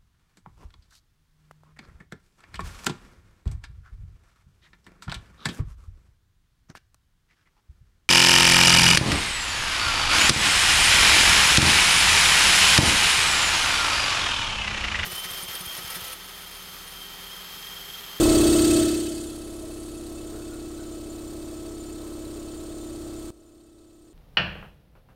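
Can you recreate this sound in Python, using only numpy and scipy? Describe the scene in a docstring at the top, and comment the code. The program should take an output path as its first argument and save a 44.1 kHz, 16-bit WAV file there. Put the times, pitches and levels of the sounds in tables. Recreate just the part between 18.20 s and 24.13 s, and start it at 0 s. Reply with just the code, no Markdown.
"""Piston air compressor in a small workshop

A twin-cylinder compressor fills its tank about an arm's length from the microphone, which later moves in.
Crank harmonics make the throb and drone, struck filters the valve knocks, coloured noise the hissing air
and the shaken tank, and sines the motor hum and whine; brief rasps are noise in narrow bands.
The sound falls away to a low level after half a second and later drops abruptly to a faint hum."""
import sys
import numpy as np
from scipy import signal
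from scipy.fft import rfft, irfft, next_fast_len
from scipy.io import wavfile
from scipy.ndimage import uniform_filter1d

SR = 44100
rng = np.random.default_rng(int(sys.argv[2]) if len(sys.argv) > 2 else 0)


def master_out(mix):
    """Clip the mix to full scale and print it as 16-bit PCM to the path in sys.argv[1]."""
    frames = np.transpose(np.atleast_2d(mix))
    ceiling = np.clip(frames, -1, 1)
    pcm = np.round(ceiling * 32767).astype(np.int16)
    wavfile.write(sys.argv[1], SR, pcm)


N = 261557

CRANK_HZ = 16.9396
FIRST_STROKE = .051  # crank position at the start (turns)
# abrupt drop of the level: moment (s), depth (dB)
DROP_S, DROP_DB = 5.106, -15.6
# after the drop the thump's harmonics drift out of step: spread (rad), rate (per s)
BLUR_RAD, BLUR_RATE = 1.3, 40
# power of the share still to go: above 1, a fade is steepest at its start
FADE_BEND = 1.3
# the microphone moves in once: when (s), for how long (s), closeness before and after (0-1)
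MOVE_S, MOVE_LASTS_S, CLOSE_BEFORE, CLOSE_AFTER = 1.7, .65, .09, 0.66
# change of the hiss at full closeness (dB)
CLOSE_HISS_DB = -2.0
# thin high sizzle: held from and until (s), level against the hiss (dB)
SIZZLE_FROM_S, SIZZLE_UNTIL_S, SIZZLE_DB = 1.05, 1.73, -8.5
SIZZLE_RISE_DB_PER_S, SIZZLE_FALL_DB_PER_S = 48, 28


def undb(db):
    """Decibels to gain."""
    return 10 ** (np.asarray(db) / 20)


def unit(x):
    """Scale to rms 1."""
    return x / np.sqrt(np.mean(x ** 2))


def walk(rate):
    """Slow chance with rms 1, from smoothed random steps at a rate per second."""
    k = int(SR / rate)
    steps = np.repeat(rng.standard_normal(N // k + 1), k)
    smooth = uniform_filter1d(uniform_filter1d(steps, k), k)
    return unit(smooth[:N])


def colour(x, points, peaks=()):
    """Filter by a (Hz, dB) outline with resonances lifted out of it; causal, so they ring after each push."""
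    size = next_fast_len(N + SR // 4) * 2
    hz = np.maximum(np.arange(size // 2 + 1) * SR / size, 1)
    at, db = np.transpose(points)
    db = np.interp(np.log(hz), np.log(at), db)
    for centre, width, lift in peaks:
        db = db + lift / (1 + (2 * (hz - centre) / width) ** 2)
    # folding the cepstrum forward gives the minimum-phase filter
    cepstrum = irfft(np.log(undb(db)))
    cepstrum[1:size // 2] *= 2
    cepstrum[size // 2 + 1:] = 0
    response = np.exp(rfft(cepstrum))
    return unit(irfft(rfft(x, size) * response)[:N])


def narrow_noise(hz, width_hz):
    """Noise of rms 1 in one narrow band."""
    edges = [hz - width_hz / 2, hz + width_hz / 2]
    band = signal.butter(2, edges, "bandpass", fs=SR, output="sos")
    return unit(signal.sosfilt(band, rng.standard_normal(N)))


def fade(loud_db, sag_db_per_s, start_s, lasts_s, quiet_db):
    """Level in dB of a layer that sags, fades and then holds."""
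    t = np.arange(N) / SR
    to_go = np.clip(1 - (t - start_s) / lasts_s, 0, 1)
    return quiet_db + (loud_db - sag_db_per_s * t - quiet_db) * to_go ** FADE_BEND


def swell(middle_s, half_s, db):
    """Gain of one bell-shaped swell, down to 1/e at its half length."""
    t = np.arange(N) / SR
    return undb(db) * np.exp(-((t - middle_s) / half_s) ** 2)


def closeness():
    """The microphone moves in at an even pace and stays there (0 further off, 1 close by)."""
    moved = np.clip((np.arange(N) / SR - MOVE_S) / MOVE_LASTS_S, 0, 1)
    return np.clip(CLOSE_BEFORE + (CLOSE_AFTER - CLOSE_BEFORE) * moved, 0, 1)


def workshop(x, t60, wet_db):
    """Direct sound plus a dense, short wash from wooden walls and shelves."""
    t = np.arange(SR // 3) / SR
    tail = rng.standard_normal(len(t)) * undb(-60 * t / t60)
    wash = signal.fftconvolve(x, tail / np.linalg.norm(tail))[:N]
    return unit(x + undb(wet_db) * wash)


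def chirrs():
    """Narrow bands of rasp that swell and die away quickly."""
    # faint brief chirrs: (middle [s], half length [s], centre [Hz], width [Hz], level [dB])
    rasps = [(0.846, .07, 3120, 350, -48), (0.973, .05, 4580, 500, -49.5), (1.12, 0.048, 3360, 400, -55),
             (2.16, 0.072, 1440, 90, -57), (2.343, .05, 1406, 90, -56), (2.62, .04, 1510, 140, -56),
             (2.83, .07, 14250, 400, -66), (3.1, .2, 13800, 400, -66)]
    out = 0
    for middle_s, half_s, hz, width_hz, db in rasps:
        out = out + swell(middle_s, half_s, db) * narrow_noise(hz, width_hz)
    return out


def tones(turn, wobble_rad=0.76, waver_db=0.6):
    """Steady motor hum, and a whine whose pitch wobbles once a turn under the changing load."""
    # motor shaft and magnetic hum: (frequency [Hz], relative level [dB])
    motor_lines = [(58.7, -14.5), (92.9, -20), (119.9, -11.5), (359.9, -12.5), (479.9, -15.5), (575.9, -24),
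                   (719.8, -25)]
    # tones that the running pump keeps ringing: (frequency [Hz], relative level [dB])
    whine_lines = [(1304.3, -18.5), (1938, -30.5), (1997, -39), (2304, -33), (2590, -35), (2627, -32)]
    t = np.arange(N) / SR
    sway = wobble_rad * np.sin(2 * np.pi * turn)
    hum = whine = 0
    for hz, db in motor_lines:
        hum = hum + undb(db + waver_db * walk(5.35)) * np.sin(2 * np.pi * (hz * t + rng.random()))
    for hz, db in whine_lines:
        wave = np.sin(2 * np.pi * (hz * t + rng.random()) + sway)
        whine = whine + undb(db + waver_db * walk(4.95)) * wave
    return undb(-1.7) * hum + undb(-1.5) * whine


def tank(flicker_db=1.0):
    """Irregular shaking of the pump drones in the steel tank."""
    # outline of tank drone and shaking: (frequency [Hz], relative level per Hz [dB])
    tank_outline = [(20, -2), (60, -6.5), (115, -4), (150, -10.5), (230, -5.5), (310, -4), (430, 0.5),
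                    (500, -4.5), (570, 0), (650, -3.5), (760, -12), (1100, -10.5), (1450, -14), (1900, -26)]
    shake = rng.standard_normal(N) * undb(flicker_db * walk(20))
    return undb(9) * colour(shake, tank_outline, [(421.5, 37, 6.2)])


def ring(turn, hz=640, width_hz=35):
    """A narrow tank resonance, driven both by the nearest crank harmonic and by random shaking."""
    # course of the ringing: (loud [dB], sag [dB/s], fade starts [s], fade lasts [s], quiet [dB])
    ring_fade = (-40.5, 4, 0.58, 0.14, -59)
    # the resonance swells and ebbs: (middle [s], half length [s], level [dB])
    ring_swells = [(.13, .06, -41), (.32, 0.056, -37), (0.593, 0.084, -38.5), (.93, 0.027, -51),
                   (1.43, 0.079, -50)]
    shaken = narrow_noise(hz, width_hz)
    driven = np.sin(2 * np.pi * np.round(hz / CRANK_HZ) * turn)
    gain = undb(fade(*ring_fade)) + sum(swell(*row) for row in ring_swells)
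    return unit(shaken + driven) * gain


def knocks(turn, scatter_db=0.5):
    """Each valve opens with a dull knock that repeats almost exactly: an impulse through one outline."""
    # outline of the valve knock: (frequency [Hz], relative level per Hz [dB])
    knock_outline = [(500, -40), (700, 1.5), (820, 3.5), (930, -19.5), (1100, 0.5), (1400, -22.5),
                     (2200, -22), (3600, -16), (6000, -18), (12000, -36)]
    starts = np.flatnonzero(np.diff(np.floor(2 * turn)))  # two strokes a turn
    hits = np.zeros(N)
    hits[starts] = undb(scatter_db * rng.standard_normal(len(starts)))
    return undb(-2.5) * workshop(colour(hits, knock_outline), t60=0.063, wet_db=-6)


def cylinder(turn, head, swell_db=6, hump_db=1.0, crest=0.2):
    """Air rushes hardest once a turn, near mid stroke, and rings in the cylinder's passages."""
    # outline of air through the valves: (frequency [Hz], relative level per Hz [dB])
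    air_outline = [(800, -38), (1500, -6.5), (2000, -9), (2400, -12.5), (2800, -7.5), (3260, -2.5),
                   (4300, -4), (5900, -6.5), (8600, -0.5), (10100, -10.5), (13000, -19), (14200, -14.5),
                   (15700, -21)]
    angle = 2 * np.pi * (turn - crest)
    flow_db = swell_db * np.cos(angle) + hump_db * np.cos(2 * angle)
    rush = rng.standard_normal(N) * undb(flow_db)
    far = colour(rush, air_outline, [(hz, width, db) for hz, width, db, _ in head])
    near = colour(rush, air_outline, [(hz, width, db) for hz, width, _, db in head])
    close = closeness()
    return workshop((1 - close) * far + close * near, t60=0.067, wet_db=-4.5)


def sizzle_gain():
    """The sizzle rises, holds and dies away."""
    t = np.arange(N) / SR
    early = np.maximum(SIZZLE_FROM_S - t, 0)
    late = np.maximum(t - SIZZLE_UNTIL_S, 0)
    return undb(SIZZLE_DB - SIZZLE_RISE_DB_PER_S * early - SIZZLE_FALL_DB_PER_S * late)


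def air(turn, pulse_db=2.0, spit_db=7):
    """The two cylinders hiss in turn, each with its own colour; a top spray and a thin sizzle pulse along."""
    # narrow resonances of each cylinder's air path:
    # (centre [Hz], width [Hz], lift from further off [dB], lift from close by [dB])
    first_head = [(1329, 79, 21.5, 12), (3270, 420, 5, -0.5), (3590, 35, 0, 10), (4290, 290, 6.5, 5.5),
                  (5610, 70, 5, 11.5), (6280, 140, 11.5, 6), (6850, 250, 8, 4), (7140, 62, 6, 16),
                  (8210, 114, 11.5, 7), (9330, 110, 11.5, 4), (11600, 110, 1, 16), (11960, 280, 6, 2),
                  (14220, 120, 2, 11)]
    second_head = [(2603, 120, 13.1, 7.2), (4030, 68, 3.2, 2), (4560, 220, 6.7, 2.6), (8353, 82, 13.3, 6.1),
                   (8640, 75, 7.9, 2), (8800, 350, 1.6, 7.7), (10400, 200, 1, 4.3), (13710, 90, 1, 9),
                   (13920, 130, 6.3, 2), (14400, 180, 5, 4)]
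    first = cylinder(turn, first_head) * undb(-3.5)
    second = cylinder(turn + .5, second_head) * undb(-3.0)
    flow = np.sin(4 * np.pi * (turn - .06))  # twice a turn
    spray_outline = [(9000, -30), (11000, -7), (14500, -3), (15700, -8)]
    spray_noise = rng.standard_normal(N) * undb(spit_db * flow)
    spray = colour(spray_noise, spray_outline, [(11600, 80, 17), (13710, 90, 14)])
    sizzle_outline = [(9000, -53), (10400, -11), (10850, -3), (11150, -14), (11700, -14), (12800, -50)]
    sizzle = colour(rng.standard_normal(N) * undb(pulse_db * flow), sizzle_outline)
    return first + second + undb(-16.5) * spray + sizzle_gain() * sizzle


def reed(turn, open_share=.85):
    """Reed valves take turns, each swinging at its own pitch while its piston draws air, afresh every stroke."""
    # flutter of the two reeds: (first cylinder [Hz], second cylinder [Hz])
    reeds_hz = (328, 322)
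    stroke = 2 * turn % 1
    flutter_hz = np.where(turn % 1 < .5, *reeds_hz)
    return -np.sin(2 * np.pi * flutter_hz * stroke / (2 * CRANK_HZ)) * (stroke < open_share)


def pulsation(turn, drone_db, thump_db, blur, split_hz=320, waver_db=0.46):
    """Crank harmonics, phased like the fluttering reeds; the lower, the more they follow the piston thump."""
    # pressure pulsation: (multiple of the crank rate, relative level [dB])
    harmonics = [(1, -11.5), (2, -3.5), (4, -5.5), (6, -12.5), (8, -19), (10, -20), (12, -13.5), (14, -9),
                 (16, -14), (17, -16), (18, 0.5), (19, -6.5), (20, 1), (21, -15.5), (22, -8.5), (23, -32),
                 (24, -17), (25, -21.5), (26, -27), (31, -26.5), (33, -25), (34, -28), (35, -23.5),
                 (37, -30), (38, -20), (39, -30), (40, -23.5)]
    one_turn = np.linspace(0, 1, SR // 10, endpoint=False)
    timing = np.angle(rfft(reed(one_turn)))
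    out = 0
    for order, db in harmonics:
        # 1 at twice the crank rate, 0 from the split upward
        low = max(np.log(split_hz / (order * CRANK_HZ)) / np.log(split_hz / (2 * CRANK_HZ)), 0)
        course_db = low * (thump_db + 3.8) + (1 - low) * (drone_db - .9)
        level_db = db + course_db + waver_db * walk(9)
        phase = timing[int(order)] + low * blur * walk(BLUR_RATE)
        out = out + undb(level_db) * np.cos(2 * np.pi * order * turn + phase)
    return out


def scene():
    """Pulsation, knocks, air, whine and ring follow one crank, whose speed wavers very slightly."""
    # courses of the layers, before their own trims:
    # (loud [dB], sag [dB/s], fade starts [s], fade lasts [s], quiet [dB])
    drone_fade = (-18.0, 1.8, 0.5934, .63, -38.6)
    thump_fade = (-27.3, 21, .57, .28, -45)
    metal_fade = (-36, 17.5, 0.62, 0.53, -57)
    hiss_fade = (-27.1, 1, 0.577, 0.7, -48)
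    motor_fade = (-18.7, 3, 0.6, 0.44, -38)
    t = np.arange(N) / SR
    turn = CRANK_HZ * t + FIRST_STROKE + 0.00045 * walk(11)
    dropped = uniform_filter1d(1. * (t > DROP_S), size=64)
    pump = pulsation(turn, fade(*drone_fade), fade(*thump_fade), BLUR_RAD * dropped)
    hum = pump + tones(turn) * undb(fade(*motor_fade))
    rattle = (knocks(turn) + tank()) * undb(fade(*metal_fade))
    hiss_db = fade(*hiss_fade) + CLOSE_HISS_DB * closeness()
    machine = hum + rattle + ring(turn) + air(turn) * undb(hiss_db) + chirrs()
    return (machine * undb(dropped * DROP_DB))[None]


def record(dry):
    """The top is cut steeply above 15750 Hz."""
    return signal.sosfilt(signal.ellip(10, .2, 80, 15750, fs=SR, output="sos"), dry)


dry = scene()
out = record(dry)
master_out(out)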